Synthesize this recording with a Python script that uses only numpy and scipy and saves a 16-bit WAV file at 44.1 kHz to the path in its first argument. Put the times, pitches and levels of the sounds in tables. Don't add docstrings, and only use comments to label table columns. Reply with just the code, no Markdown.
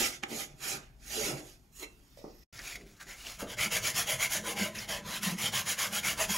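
import sys
import numpy as np
from scipy import signal
from scipy.fft import rfft, irfft
from scipy.io import wavfile
from scipy.ndimage import uniform_filter1d

SR = 44100
rng = np.random.default_rng(int(sys.argv[2]) if len(sys.argv) > 2 else 0)


def decibels_to_gain(level_db):
    exponent = np.asarray(level_db, float) / 20
    return 10 ** exponent


def unload_audio(sound):
    columns = np.transpose(np.atleast_2d(sound))
    steps = np.round(np.clip(columns, -1, 1) * 32767)
    wavfile.write(sys.argv[1], SR, steps.astype(np.int16))


N = 280917
T = np.arange(N) / SR
PUT_OFF_S, TOUCH_S = 1.72, 3.38
FIRST_END_S, SECOND_START_S = 2.438, 2.526
CHANGE_S = (FIRST_END_S + SECOND_START_S) / 2
# (frequency [Hz], width [Hz], level
# [dB])
HELD_MODES = [(139.2, 20, 5.5), (223, 89, -2), (318, 100, -0.5), (400, 34, 5), (500, 46, -4), (600, 68, -7),
              (681, 96, -7), (793, 52, -2.5), (1010, 360, -14)]


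def evened(x):
    return x / np.sqrt(np.mean(x ** 2) + 1e-20)


def read(points, hz):
    f, value = np.transpose(points)
    return np.interp(np.log(hz + 1), np.log(f + 1), value)


def columns(rows):
    s, *values = np.transpose(rows)
    return [np.interp(T, s, v) for v in values]


def resonate(x, hz, width):
    turn = np.exp(2j * np.pi * np.cumsum(hz * np.ones(len(x))) / SR)
    r = np.exp(-np.pi * width / SR)
    return 2 * (turn * signal.lfilter([1 - r], [1, -r], x / turn)).real


def body(x, modes):
    out = np.zeros(len(x))
    for k, (hz, width, db) in enumerate(modes):
        b, a = signal.iirpeak(hz, hz / (1.55 * width), SR)
        out += (-1) ** k * decibels_to_gain(db) * signal.lfilter(b, a, signal.lfilter(b, a, x))
    return out


def grit(per_s, spread_db, dust):
    draw, size, noise = rng.random(N), rng.exponential(1, N), rng.standard_normal((2, N))
    clicks = (draw < per_s / SR) * decibels_to_gain(spread_db * np.minimum(size, 3.0)) * np.sign(noise[0])
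    return evened(evened(clicks) + dust * noise[1])


def coloured(x, span, spectrum, lift_db, patchy_db, size=512):
    a, b = (min(round(s * SR), N) for s in span)
    hz, t, z = signal.stft(x[a:b], SR, nperseg=size, noverlap=3 * size // 4)
    patches = rng.standard_normal(z.T.shape).T
    patches = uniform_filter1d(patches, size=3, axis=0)
    patches = evened(uniform_filter1d(patches, size=16, axis=1))
    slope = np.tanh(np.log2((hz[:, None] + 1) / 4500))
    patches *= 1 - 0.12 * slope
    judder = evened(uniform_filter1d(rng.standard_normal(len(t)), size=4))
    patches += 0.2 * (1 + slope) * judder
    lift_db = np.interp(t + a / SR, T, lift_db * np.ones(N))
    shape = decibels_to_gain(read(spectrum, hz)[:, None] + slope * lift_db / 2)
    shape /= np.sqrt(np.mean(shape ** 2, axis=0))
    z = z * shape * decibels_to_gain(patchy_db * patches)
    out = signal.istft(z, nperseg=size, noverlap=3 * size // 4)[1][:b - a]
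    return np.pad(evened(out), (a, N - b))


def swells(s, rise_s, fall_s, db, rest_db=-90, bend=2.5, trait=None):
    step = T[::64]
    late = step - np.reshape(s, (-1, 1))
    far = np.where(late < 0, -late / np.reshape(rise_s, (-1, 1)), late / np.reshape(fall_s, (-1, 1)))
    power = decibels_to_gain(np.maximum(np.reshape(db, (-1, 1)) - 30 * far ** bend, -200)) ** 2
    gain = np.interp(T, step, np.sqrt(power.sum(0) + decibels_to_gain(rest_db) ** 2))
    if trait is None:
        return gain
    return gain, np.interp(T, step, trait @ power / power.sum(0))


def hits(rows, modes, soft_s):
    out, t = np.zeros(N), np.arange(12000) / SR
    for s, db, pitch in rows:
        ring = np.zeros(len(t))
        for hz, width, mode_db in modes:
            ring += decibels_to_gain(mode_db) * np.exp(-np.pi * width * t) * np.sin(2 * np.pi * hz * pitch * t)
        ring *= (1 - np.exp(-t / soft_s)) ** 2
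        at = round(s * SR)
        out[at:at + len(t)] += decibels_to_gain(db) * ring / abs(ring).max()
    return out


def tail(x, decays, first):
    taps, at = np.zeros(SR), np.arange(first, SR - 20, 20)
    taps[at + rng.integers(0, 20, len(at))] = rng.choice([-1., 1.], len(at))
    hz, t, z = signal.stft(taps, SR, nperseg=256)
    taps = signal.istft(z * decibels_to_gain(-60 * t / read(decays, hz)[:, None]), SR, nperseg=256)[1]
    return signal.fftconvolve(x, taps / np.linalg.norm(taps))[:N]


def air():
    # (frequency [Hz], level per Hz [dB])
    tone = [(53, -29), (90, -6), (114, 4), (215, -5), (251, -0.5), (405, -14.5), (562, -30), (613, -15),
            (1400, -23.5), (1780, -24.5), (15100, -31.5), (16500, -52)]
    # (time [s], rumble level [dB])
    leans = [(0.0, -61), (.4, -64), (.51, -56), (.62, -60.5), (1.1, -54), (1.6, -60), (2.1, -60),
             (2.7, -54), (2.95, -59), (3.2, -56), (3.45, -57), (3.9, -58), (4.3, -54), (4.6, -62),
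             (4.95, -55), (5.4, -63), (5.85, -70), (6.2, -52)]
    rumble = evened(body(rng.standard_normal(N), [(42.2, 48, 0.0), (65.0, 20.6, 0.0031)]))
    rumble_db, = columns(leans)
    hiss = coloured(rng.standard_normal(N), (0, N / SR), tone, 0, patchy_db=1.0, size=2048)
    return decibels_to_gain(-65) * hiss + decibels_to_gain(rumble_db) * rumble


def slow_strokes():
    # (fastest at [s], rise [s], fall [s], rasp level [dB], treble lift [dB])
    strokes = [(.03, 0.36, 0.11, -28, -3.5), (.13, 0.019, 0.074, -43.5, -8),
               (0.236, 0.014, 0.011, -38.5, -22), (.33, 0.065, 0.06, -42, -5), (.41, 0.11, 0.07, -36.5, 0),
               (.49, 0.078, 0.12, -61, -16), (.607, .012, .08, -53, -9), (0.646, 0.053, .1, -41, -3.5),
               (.71, .14, 0.083, -35, -1), (.77, 0.068, 0.022, -47.5, -2), (.81, 0.068, 0.14, -58, -20.5),
               (1.051, 0.082, 0.1, -57.5, -6), (1.113, 0.018, 0.091, -40.5, 0),
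               (1.15, 0.13, 0.13, -38.5, -2), (1.26, 0.22, 0.13, -34, -3.5), (1.38, 0.034, 0.067, -46, -7),
               (1.48, 0.14, 0.13, -53.5, -1)]
    # (frequency [Hz], level per Hz [dB])
    spectrum = [(410, -12), (700, -6), (788, -9), (1130, -20), (1240, -6), (1810, -5.5), (2240, 0),
                (3610, -4.5), (6800, 1.5), (8190, -7), (10800, -3.5), (13200, -11.5), (14300, -13),
                (15400, -15), (16500, -39.5)]
    # (time [s], rise [s], fall [s], level [dB])
    presses = [(0.0, .05, 0.081, -29.5), (.237, 0.016, 0.024, -39), (.33, 0.11, 0.25, -45.5),
               (.66, 0.097, .1, -55), (.74, 0.19, 0.092, -44), (1.09, 0.048, 0.11, -69),
               (1.19, 0.14, 0.22, -44.5), (1.3, 0.25, 0.23, -41), (1.42, 0.11, 0.13, -56)]
    # (time [s], level [dB])
    hum_line = [(0.0, -68.5), (0.45, -54.5), (0.656, -60), (0.78, -51), (0.838, -63), (1.006, -72),
                (1.34, -42), (1.426, -70), (1.72, -85)]
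    *stroke, lift_db = np.transpose(strokes)
    level, lift_db = swells(*stroke, rest_db=-76, bend=2.0, trait=lift_db)
    rasp = coloured(grit(9000, 3.3, 1.0), (0, PUT_OFF_S), spectrum, lift_db, patchy_db=3.0)
    push = grit(600, 2.1, 1.0)
    hum = decibels_to_gain(columns(hum_line)[0]) * evened(body(push, HELD_MODES[:1]))
    too_low = signal.butter(4, 115, "high", fs=SR, output="sos")
    wood = evened(signal.sosfilt(too_low, body(push, HELD_MODES[1:])))
    wood = swells(*np.transpose(presses), rest_db=-76.0, bend=1.49) * wood
    return (level * rasp + hum + wood) * (T < PUT_OFF_S)


def snaps():
    # (time [s], peak level [dB], pitch factor [1])
    snap_rows = [
        (.2356, -19, 1.2),
        (.2364, -33, 0.92),
        (.2372, -21, 0.85),
        (2.57, -43, 2.3),
        (2.578, -35, 2.4),
        (2.592, -29, 2.13),
        (2.619, -36, 2.5),
    ]
    # (time [s], peak level [dB], pitch factor [1])
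    crack_rows = [
        (.2311, -47, 0.67),
        (.2356, -23, 0.98),
        (.2369, -27, 1.2),
    ]
    # (frequency [Hz], width [Hz], level [dB])
    snap_modes = [(390, 44, -8), (1300, 790, 11), (2310, 730, 49), (3810, 680, -28), (6170, 2500, 16)]
    # (frequency [Hz], width [Hz], level [dB])
    crack_modes = [(4320, 1300, 2), (6000, 1300, 5), (9500, 4100, -20)]
    return hits(snap_rows, snap_modes, .0001) + hits(crack_rows, crack_modes, .00004)


def knocks():
    # (time [s], peak level [dB], pitch factor [1])
    knock_rows = [
        (.317, -31.5, 1.02),
        (.326, -35.5, 1.17),
        (.336, -45, 0.8),
        (.352, -31, 1.02),
    ]
    # (frequency [Hz], width [Hz], level [dB])
    knock_modes = [(291, 275, 8), (430, 190, -5), (543, 340, -3), (660, 140, -16)]
    return -hits(knock_rows, knock_modes, .0022)


def short_bursts():
    # (time [s], peak level [dB], pitch [Hz], width [Hz], length [s])
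    bursts = [(0.643, -38, 1400, 400, 0.11), (0.74, -36, 1400, 400, 0.085), (1.188, -27.5, 415, 60, 0.049),
              (1.215, -28.5, 600, 70, 0.026), (1.278, -32, 606, 80, 0.092), (1.303, -34, 236, 60, 0.022),
              (1.325, -31, 143, 30, 0.048), (2.558, -37, 1880, 400, 0.011), (2.593, -31, 1800, 500, 0.026),
              (2.724, -30, 2200, 300, 0.019), (2.76, -29.5, 2210, 250, 0.016),
              (3.011, -37, 1680, 353, 0.043), (3.08, -42, 1800, 300, .025), (3.111, -37, 2100, 400, 0.032),
              (3.264, -30, 3040, 350, 0.011), (3.408, -32.5, 1300, 300, 0.035),
              (3.514, -49, 1600, 400, 0.024), (4.789, -24.5, 5350, 700, 0.012)]
    out = np.zeros(N)
    t = (np.arange(8192) - 4096) / SR
    for (s, db, hz, width, length), noise in zip(bursts, rng.standard_normal((len(bursts), 8192))):
        at = round(s * SR) - 4096
        swell = np.exp(-(np.where(t < 0, 3.0, 1.6) * t / length) ** 2)
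        out[at:at + 8192] += decibels_to_gain(db - 12.5) * evened(body(noise, [(hz, width, 0)])) * swell
    return out


def lift_off():
    # (time [s], rise [s], fall [s], rasp level [dB], wood over rasp [dB])
    scrapes = [
        (1.775, 0.054, 0.072, -53.5, -19),
        (1.797, 0.018, 0.042, -47, -12),
        (1.834, 0.047, 0.034, -44, -1.5),
        (2.176, 0.0098, 0.098, -58.5, 9),
    ]
    # (frequency [Hz], level per Hz [dB])
    scrape_spectrum = [(530, -43), (900, -14.5), (1870, -13.5), (2630, -9), (4710, -13.5), (6700, -8.5),
                       (8660, -11.5), (15200, -18), (16500, -39)]
    # (frequency [Hz], level per Hz [dB])
    finger_spectrum = [(710, -48), (1200, -11.5), (1630, -23.5), (1920, -6), (2190, -16), (4050, -17),
                       (4520, -9.5), (5390, -7), (8640, -25), (14800, -28), (16500, -31)]
    # (frequency [Hz], width [Hz], level [dB])
    ring_modes = [(1290, 60, -4), (2690, 70, 3), (4150, 260, -2), (6800, 500, 0)]
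    # (frequency [Hz], width [Hz], level [dB])
    wood_modes = [(300, 93, -3), (408, 46, 3.5), (560, 98, -8.5), (900, 350, -14)]
    # (time [s], peak level [dB], pitch factor [1])
    flicks = [
        (1.792, -58, 1),
        (1.828, -58, 1),
    ]
    # (frequency [Hz], width [Hz], level [dB])
    flick_modes = [(2690, 5, 0), (2640, 30, -3)]
    *gesture, wood_db = np.transpose(scrapes)
    level, wood_db = swells(*gesture, rest_db=-68.5, bend=1.84, trait=wood_db)
    level = level + decibels_to_gain(-72.5) * np.clip((T - 2.04) / 0.24, 0, 1)
    span = PUT_OFF_S, FIRST_END_S
    lift_db = np.interp(T, [1.76, 1.84], [5.0, -2.5])
    rasp = coloured(grit(7000, 0.84, 0.42), span, scrape_spectrum, lift_db, patchy_db=4.0)
    brush = coloured(grit(6600, 2.9, 1.0), span, finger_spectrum, 0, patchy_db=2.5)
    wood = evened(body(grit(440, 3.5, 0.79), wood_modes))
    wood = decibels_to_gain(wood_db) * wood * (T >= span[0]) * (T < 2.12)
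    fingers = np.clip((T - 1.93) / 0.39, 0, 1)
    scrape = level * np.sqrt(1 - fingers) * rasp
    rest = level * (np.sqrt(fingers) * brush + wood)
    free = np.clip((T - 1.6) / 0.007, 0.1, 1) * np.clip((1.89 - T) / .03, 0.15, 1)
    ring = decibels_to_gain(8.0) * body(scrape * free, ring_modes)
    return (scrape + ring + rest + hits(flicks, flick_modes, 0.003)) * (T < FIRST_END_S)


def whine():
    # (time [s], pitch [Hz])
    turns = [(2.065, 12600), (2.12, 13850), (2.145, 13700), (2.2, 14100), (2.25, 13700), (2.302, 15100),
             (2.372, 12650), (2.42, 14450), (2.445, 14300)]
    s, hz = np.transpose(turns)
    place = np.interp(T, s, np.arange(len(s)))
    eased = np.floor(place) + (1 - np.cos(np.pi * (place % 1))) / 2
    hz, noise = np.interp(eased, np.arange(len(s)), hz), rng.standard_normal(N)
    partner = np.clip((T - 2.3) / .06, .15, .45)
    lines = evened(resonate(noise, hz, 25) + partner * resonate(noise, .855 * hz, 40))
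    level = decibels_to_gain(-82 + np.interp(T, [2.25, 2.3], [5, 9]))
    return level * lines * np.clip((T - s[0]) / .02, 0, 1) * (T < FIRST_END_S)


def set_down():
    # (time [s], peak level [dB], pitch factor [1])
    taps = [
        (2.1722, -42.5, 1.0),
        (2.1893, -47, .85),
        (2.2160, -48, 1.0),
    ]
    # (time [s], peak level [dB], pitch factor [1])
    thumps = [
        (2.2414, -30, 1.0),
        (2.2442, -38, .5),
        (2.2488, -38, 1.5),
    ]
    # (frequency [Hz], width [Hz], level [dB])
    tap_modes = [(570, 95, 0), (1000, 220, -7)]
    # (frequency [Hz], width [Hz], level [dB])
    thump_modes = [(370, 170, 0), (770, 200, -6)]
    return hits(taps, tap_modes, .0015) - hits(thumps, thump_modes, .001)


def bench():
    # (time [s], top level [dB], legs level [dB])
    shoves = [(2.56, -70, -53), (2.83, -52, -60), (3.29, -69, -59), (3.44, -50.5, -70), (3.61, -65, -48),
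              (3.67, -41, -70), (3.73, -44.5, -50), (3.84, -66, -46), (3.97, -48.5, -43),
              (4.16, -55.5, -46), (4.39, -43, -53), (4.489, -45, -74), (4.621, -36, -48.5),
              (4.77, -44, -50.5), (4.949, -45.5, -51), (5.072, -39, -52), (5.279, -35, -50),
              (5.33, -35.5, -66), (5.44, -40, -44), (5.55, -48, -42), (5.67, -49.5, -55), (5.93, -44, -51),
              (6.08, -45, -45.5), (6.31, -40, -49)]
    # (frequency [Hz], width [Hz], level [dB])
    top_modes = [(183, 64, -10), (208.5, 26, -4), (329, 120, -23.5)]
    # (frequency [Hz], width [Hz], level [dB])
    leg_modes = [(106, 40, 0.84), (143, 38, -0.85)]
    s, top_db, legs_db = np.transpose(shoves)
    rise_s, fall_s = 0.14, 0.18
    idle_db = np.where(T < TOUCH_S, -16, 0)
    top = swells(s, rise_s, fall_s, top_db, bend=0.9) + decibels_to_gain(-59.5 + idle_db)
    legs = swells(s, rise_s, fall_s, legs_db, bend=0.76) + decibels_to_gain(-57.5 + idle_db)
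    push = grit(400, 0.92, 1.0)
    hum = top * evened(body(push, top_modes)) + legs * evened(body(push, leg_modes))
    return hum * (T > FIRST_END_S)


def paper_shift():
    # (time [s], rise [s], fall [s], rasp level [dB], hollow pitch [Hz])
    scrapes = [(2.59, 0.21, .1, -59, 1920), (2.69, 0.13, 0.11, -50.5, 2350),
               (2.758, 0.014, 0.02, -51.5, 2220), (2.81, 0.026, 0.042, -67.5, 2180),
               (2.875, .03, .15, -68.5, 1980), (2.969, .008, 0.032, -68, 1400),
               (3.012, 0.021, 0.044, -54.5, 1650), (3.095, 0.052, 0.17, -55.5, 2020),
               (3.21, 0.067, .1, -57.5, 2950), (3.274, 0.064, 0.11, -51, 2970),
               (3.325, 0.07, 0.094, -56.5, 2320)]
    # (frequency [Hz], level per Hz [dB])
    spectrum = [(410, -17), (700, -8.5), (842, -11), (1050, -11), (1350, -6.5), (1890, -9), (2240, -5.5),
                (3560, -8.5), (6800, -7.5), (8300, -15), (9800, -16.5), (10800, -10.5), (12000, -19),
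                (15700, -22), (16500, -39)]
    # (time [s], rise [s], fall [s], wood level [dB])
    squeezes = [
        (2.6, 0.17, 0.12, -61.5),
        (2.68, 0.16, 0.087, -64),
        (2.8, 0.16, 0.22, -55),
        (3.09, 0.072, 0.074, -58.5),
        (3.274, 0.073, 0.07, -60),
    ]
    *scrape, hollow_hz = np.transpose(scrapes)
    span = SECOND_START_S - .006, TOUCH_S
    rasp = coloured(grit(2500, 1.7, 0.91), span, spectrum, 0, patchy_db=2.5)
    hollow_hz = swells(*scrape, bend=1.6, trait=hollow_hz)[1]
    rasp = evened(rasp + 0.8 * resonate(rasp, hollow_hz, 260))
    wood = evened(body(grit(500, 1.4, 0.74), HELD_MODES[1:-2]))
    squeeze = swells(*np.transpose(squeezes), rest_db=-78, bend=1.53)
    level = swells(*scrape, rest_db=-74.5, bend=2.02)
    return (level * rasp + squeeze * wood) * (T > FIRST_END_S) * (T < TOUCH_S)


def grain_ticks():
    # (time [s], peak level [dB], pitch [kHz])
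    ticks = [(2.676, -40, 4.4), (2.700, -38, 2.3), (2.7555, -35, 2), (2.8105, -47, 2), (3.013, -41, 1.55),
             (3.0686, -45, 1.9), (3.0886, -40, 1.9), (3.21, -50, 2.5), (3.228, -49, 1.3), (3.248, -40, 2.8),
             (3.267, -35, 2.9)]
    # (frequency [Hz], width [Hz], level [dB])
    tick_modes = [(1000, 130, -3), (1900, 820, -6)]
    return hits(ticks, tick_modes, .0004)


def quick_strokes():
    # (turning point [s], rasp there [dB], fastest at share [0-1], rasp then [dB], wood level [dB])
    strokes = [(3.378, -61, 0.37, -41, -52.5), (3.456, -59, 0.72, -41.5, -50), (3.561, -77, 0.51, -28, -44),
               (3.697, -55, 0.49, -28, -41.5), (3.811, -51, 0.52, -29, -44.5),
               (3.936, -49, 0.43, -27, -43.5), (4.057, -50, 0.43, -28.5, -43.5),
               (4.181, -46, 0.49, -27.5, -46), (4.289, -53, 0.33, -29, -43.5), (4.425, -55, 0.6, -34, -41),
               (4.554, -51, 0.27, -32, -39), (4.72, -57.5, 0.68, -41.5, -50),
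               (4.873, -56, 0.23, -34.5, -41), (5.027, -59, 0.74, -36, -45.5), (5.204, -55, 0.41, -32, -60),
               (5.362, -51, 0.64, -30.5, -38.5), (5.513, -56, 0.39, -29, -48.5),
               (5.646, -53, 0.49, -28.5, -45), (5.765, -53, 0.45, -29.5, -45), (5.902, -51, 0.57, -29, -45),
               (6.019, -53, 0.41, -29, -44.5), (6.161, -54, 0.5, -28.5, -39.5),
               (6.278, -49, 0.31, -30, -49), (6.42, -48, 0.6, -44, -48)]
    # (wandering ring [Hz], its level [dB], plate ring [dB], extra treble [dB])
    contact = [(1260, 8, -1, 4), (1560, 5, -22, 3), (1330, 0.5, 0, -5), (1300, 0.5, 3.5, 0.5),
               (1400, -6, 3, -0.5), (1400, -8, -10, 0.5), (1040, -3, 1.5, -1), (1480, -28, 3.5, 0.5),
               (1600, -9, 2, 1.5), (1030, 10, -2, 1.5), (1600, -4, 1.5, -2.5), (1520, -17, -6, 2.5),
               (1700, -2, -10, -3), (955, 7.5, -19, 1.5), (1020, -3, -1, -2), (1300, -4, -1, 1.5),
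               (1090, 7, -1, -2), (1180, -4, -7, 1.5), (1090, 11, -2, -1.5), (1410, 2, -7, 3),
               (1380, 5, 2, -1), (990, 4.5, -9, -1.5), (1000, 5.5, -7, 1)]
    # (frequency [Hz], level [dB])
    upper = [(2950, -12), (3200, 0), (3020, -5), (2740, -6), (3040, -6), (3100, -26), (3070, 1.5),
             (2740, -8), (2870, -20), (3020, -7), (2980, -5), (4180, -8), (3180, -3), (4130, -1),
             (3000, -8), (3100, -5), (3080, -4), (2850, -10), (3250, -3), (3170, -5), (3200, -4.5),
             (2780, -15.5), (3190, -5)]
    # (time [s], rasp level [dB], fall [s])
    grabs = [(3.399, -43, 0.077), (3.582, -52, .08), (3.721, -34, .08), (4.751, -40.5, 0.13),
             (4.889, -46, 0.13), (5.233, -34.5, 0.12), (5.385, -37, 0.071), (5.534, -40, 0.099),
             (6.188, -46.5, .07), (3.963, -40, .07), (5.678, -43, .07), (5.792, -34, .07), (6.05, -43, .07)]
    # (frequency [Hz], level per Hz [dB])
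    spectrum = [(410, -26.5), (700, -12), (1030, -13), (1890, -5), (2180, -6), (2590, -6.5), (3120, -5),
                (3850, -10), (6710, -6), (8410, -15), (10700, -7), (13000, -18), (14100, -15), (15900, -22),
                (16500, -94.5)]
    # (frequency [Hz], width [Hz], level [dB])
    vise_modes = [(326, 133, -4.5), (490, 41, 1.5), (595, 43, 3), (655, 28, 5.5), (804, 38, 2),
                  (1011, 48, 4.5)]
    # (frequency [Hz], level per Hz [dB])
    flat = [(20, 0), (20000, 0)]
    start, turn_db, share, fast_db, wood_db = np.transpose(strokes)
    wander_hz, wander_db, plate_db, extra_db = np.transpose(contact)
    upper_hz, upper_db = np.transpose(upper)
    span = start[[0, -1]]
    k = np.clip(np.searchsorted(start, T) - 1, 0, len(start) - 2)

    share = np.clip(share, .1, .9)
    knots = np.sort(np.r_[start, start[:-1] + share[:-1] * np.diff(start)])
    middle = knots[1::2]
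    swing = np.interp(T, knots, np.arange(len(knots)) / 2)
    speed = abs(np.sin(np.pi * swing))

    rest = decibels_to_gain(np.interp(T, start, turn_db))
    hold = 6 * np.diff(start)[k]
    bite = speed ** np.where(swing % 1 < .5, 1.67, 2.16)
    level = rest + (decibels_to_gain(fast_db[k] - 0.76) - rest) * np.tanh(hold * bite) / np.tanh(hold)
    grab_s, grab_db, fall_s = np.transpose(grabs)
    level = np.hypot(level, swells(grab_s, .009, fall_s, grab_db, bend=1.4))

    pull = (-1) ** np.arange(len(start))
    lift_db = -1.5 + 0.51 * (fast_db + 29) + 1.5 * pull
    lift_db = np.interp(T, middle, lift_db[:-1] + extra_db) - 3 * (1 - speed)
    rasp = coloured(grit(6000, 2.7, 0.84), span, spectrum, lift_db, patchy_db=3.0)
    upper_ring = decibels_to_gain(upper_db[k]) * resonate(rasp, upper_hz[k], 280)
    wander_ring = decibels_to_gain(wander_db[k]) * resonate(rasp, wander_hz[k], 100)
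    plate_ring = decibels_to_gain(plate_db[k]) * body(rasp, [(2170, 230, 0)])
    rasp = rasp + upper_ring + wander_ring + plate_ring

    wood = body(grit(700, 4.1, 0.19), vise_modes)
    wood = coloured(wood, span, flat, 0, patchy_db=4.0, size=1024)
    wood *= decibels_to_gain(np.interp(T, middle, wood_db[:-1])) * (0.16 + 0.78 * speed)
    return (level * rasp + wood) * (T >= start[0])


def block_bumps():
    # (time [s], peak level [dB], pitch factor [1])
    bumps = [
        (3.4195, -33, 1.03),
        (3.4262, -30, 0.43),
        (3.4298, -32.5, 0.83),
        (3.4365, -36, 0.93),
        (3.4415, -38, 1.14),
        (3.4505, -41, 1.16),
        (3.458, -48, 0.85),
    ]
    # (frequency [Hz], width [Hz], level [dB])
    bump_modes = [(580, 110, 3.5), (250, 130, -8)]
    return hits(bumps, bump_modes, .0008)


def stereo(mid):
    # (frequency [Hz], side over mid [dB])
    width = [(60, -11), (110, -11), (200, -11), (380, -8.5), (700, 0), (1290, 4.5), (2380, -0.5),
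             (4400, 2.5), (8120, -6.5), (15000, -4)]
    # (frequency [Hz], left over right [dB])
    lean_db = [(60, 3.5), (110, 1), (200, 6), (380, -2.5), (700, -5.5), (1290, -5.5), (2380, -10),
               (4400, 0.5), (8120, -12), (15000, -17)]
    # (frequency [Hz], side level [dB])
    alike = [(5600, 0), (6600, -7), (8800, -7), (9800, 0)]
    hz = np.fft.rfftfreq(N, 1 / SR)
    scattered = tail(mid, [(100, 0.074), (15000, 0.035)], first=100)
    lean = np.tanh(read(lean_db, hz) * np.log(10) / 40)
    side = rfft(scattered) * decibels_to_gain(read(width, hz) - 5.5) + rfft(mid) * lean
    side = irfft(side * decibels_to_gain(read(alike, hz)), N) * (T < CHANGE_S)
    return np.array([mid + side, mid - side])


def scene():
    # (frequency [Hz], time to fall 60 dB [s])
    room = [(150, 0.42), (600, 0.4), (2500, 0.21), (8000, 0.24), (15000, 0.13)]
    rubbing = slow_strokes() + short_bursts() + lift_off() + paper_shift() + quick_strokes()
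    snapping = snaps() + grain_ticks()
    knocking = knocks() + block_bumps()
    landing = set_down()
    sent = decibels_to_gain(-4.5) * np.roll(landing, round(.009 * SR))
    sent += decibels_to_gain(-9.5) * rubbing + decibels_to_gain(-11.0) * snapping + decibels_to_gain(-3.5) * knocking
    wet = tail(sent * (T < FIRST_END_S), room, first=200) * (T < SECOND_START_S)
    sent_later = decibels_to_gain(-11.0) * rubbing + decibels_to_gain(-4.5) * knocking
    wet += tail(sent_later * (T > FIRST_END_S), room, first=200)
    return stereo(air() + rubbing + snapping + knocking + whine() + landing + bench() + wet)


def low_pass(x):
    return signal.sosfilt(signal.butter(12, 17050, fs=SR, output="sos"), x)


def record(dry):
    # (frequency [Hz], level [dB])
    port = [(6300, -0.27), (6900, 2.5), (7500, -2), (8400, -0.75), (11800, 0.24), (12400, 4.5), (13350, 3),
            (13750, -1.5), (14350, -9), (14900, -4), (15700, 8)]
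    # (frequency [Hz], level [dB])
    edge = [(15880, 2), (15950, -50)]
    # (frequency [Hz], level [dB])
    first_edge = [(15730, 0), (15790, -50)]
    hz = np.fft.rfftfreq(N, 1 / SR)
    heard = irfft(rfft(dry) * decibels_to_gain(read(port + edge, hz)), N)
    duller = irfft(rfft(heard) * decibels_to_gain(read(first_edge, hz)), N)
    heard = np.where(T < CHANGE_S, duller, heard)
    fade_s = [FIRST_END_S - .003, FIRST_END_S + 0.0027, FIRST_END_S + 0.044,
              SECOND_START_S - .004, SECOND_START_S + 0.0015]
    out_db = np.interp(T, fade_s, [-2, -8, -61.5, -74, -1.5])
    return low_pass(heard * decibels_to_gain(out_db))


dry = scene()
out = record(dry)
unload_audio(out)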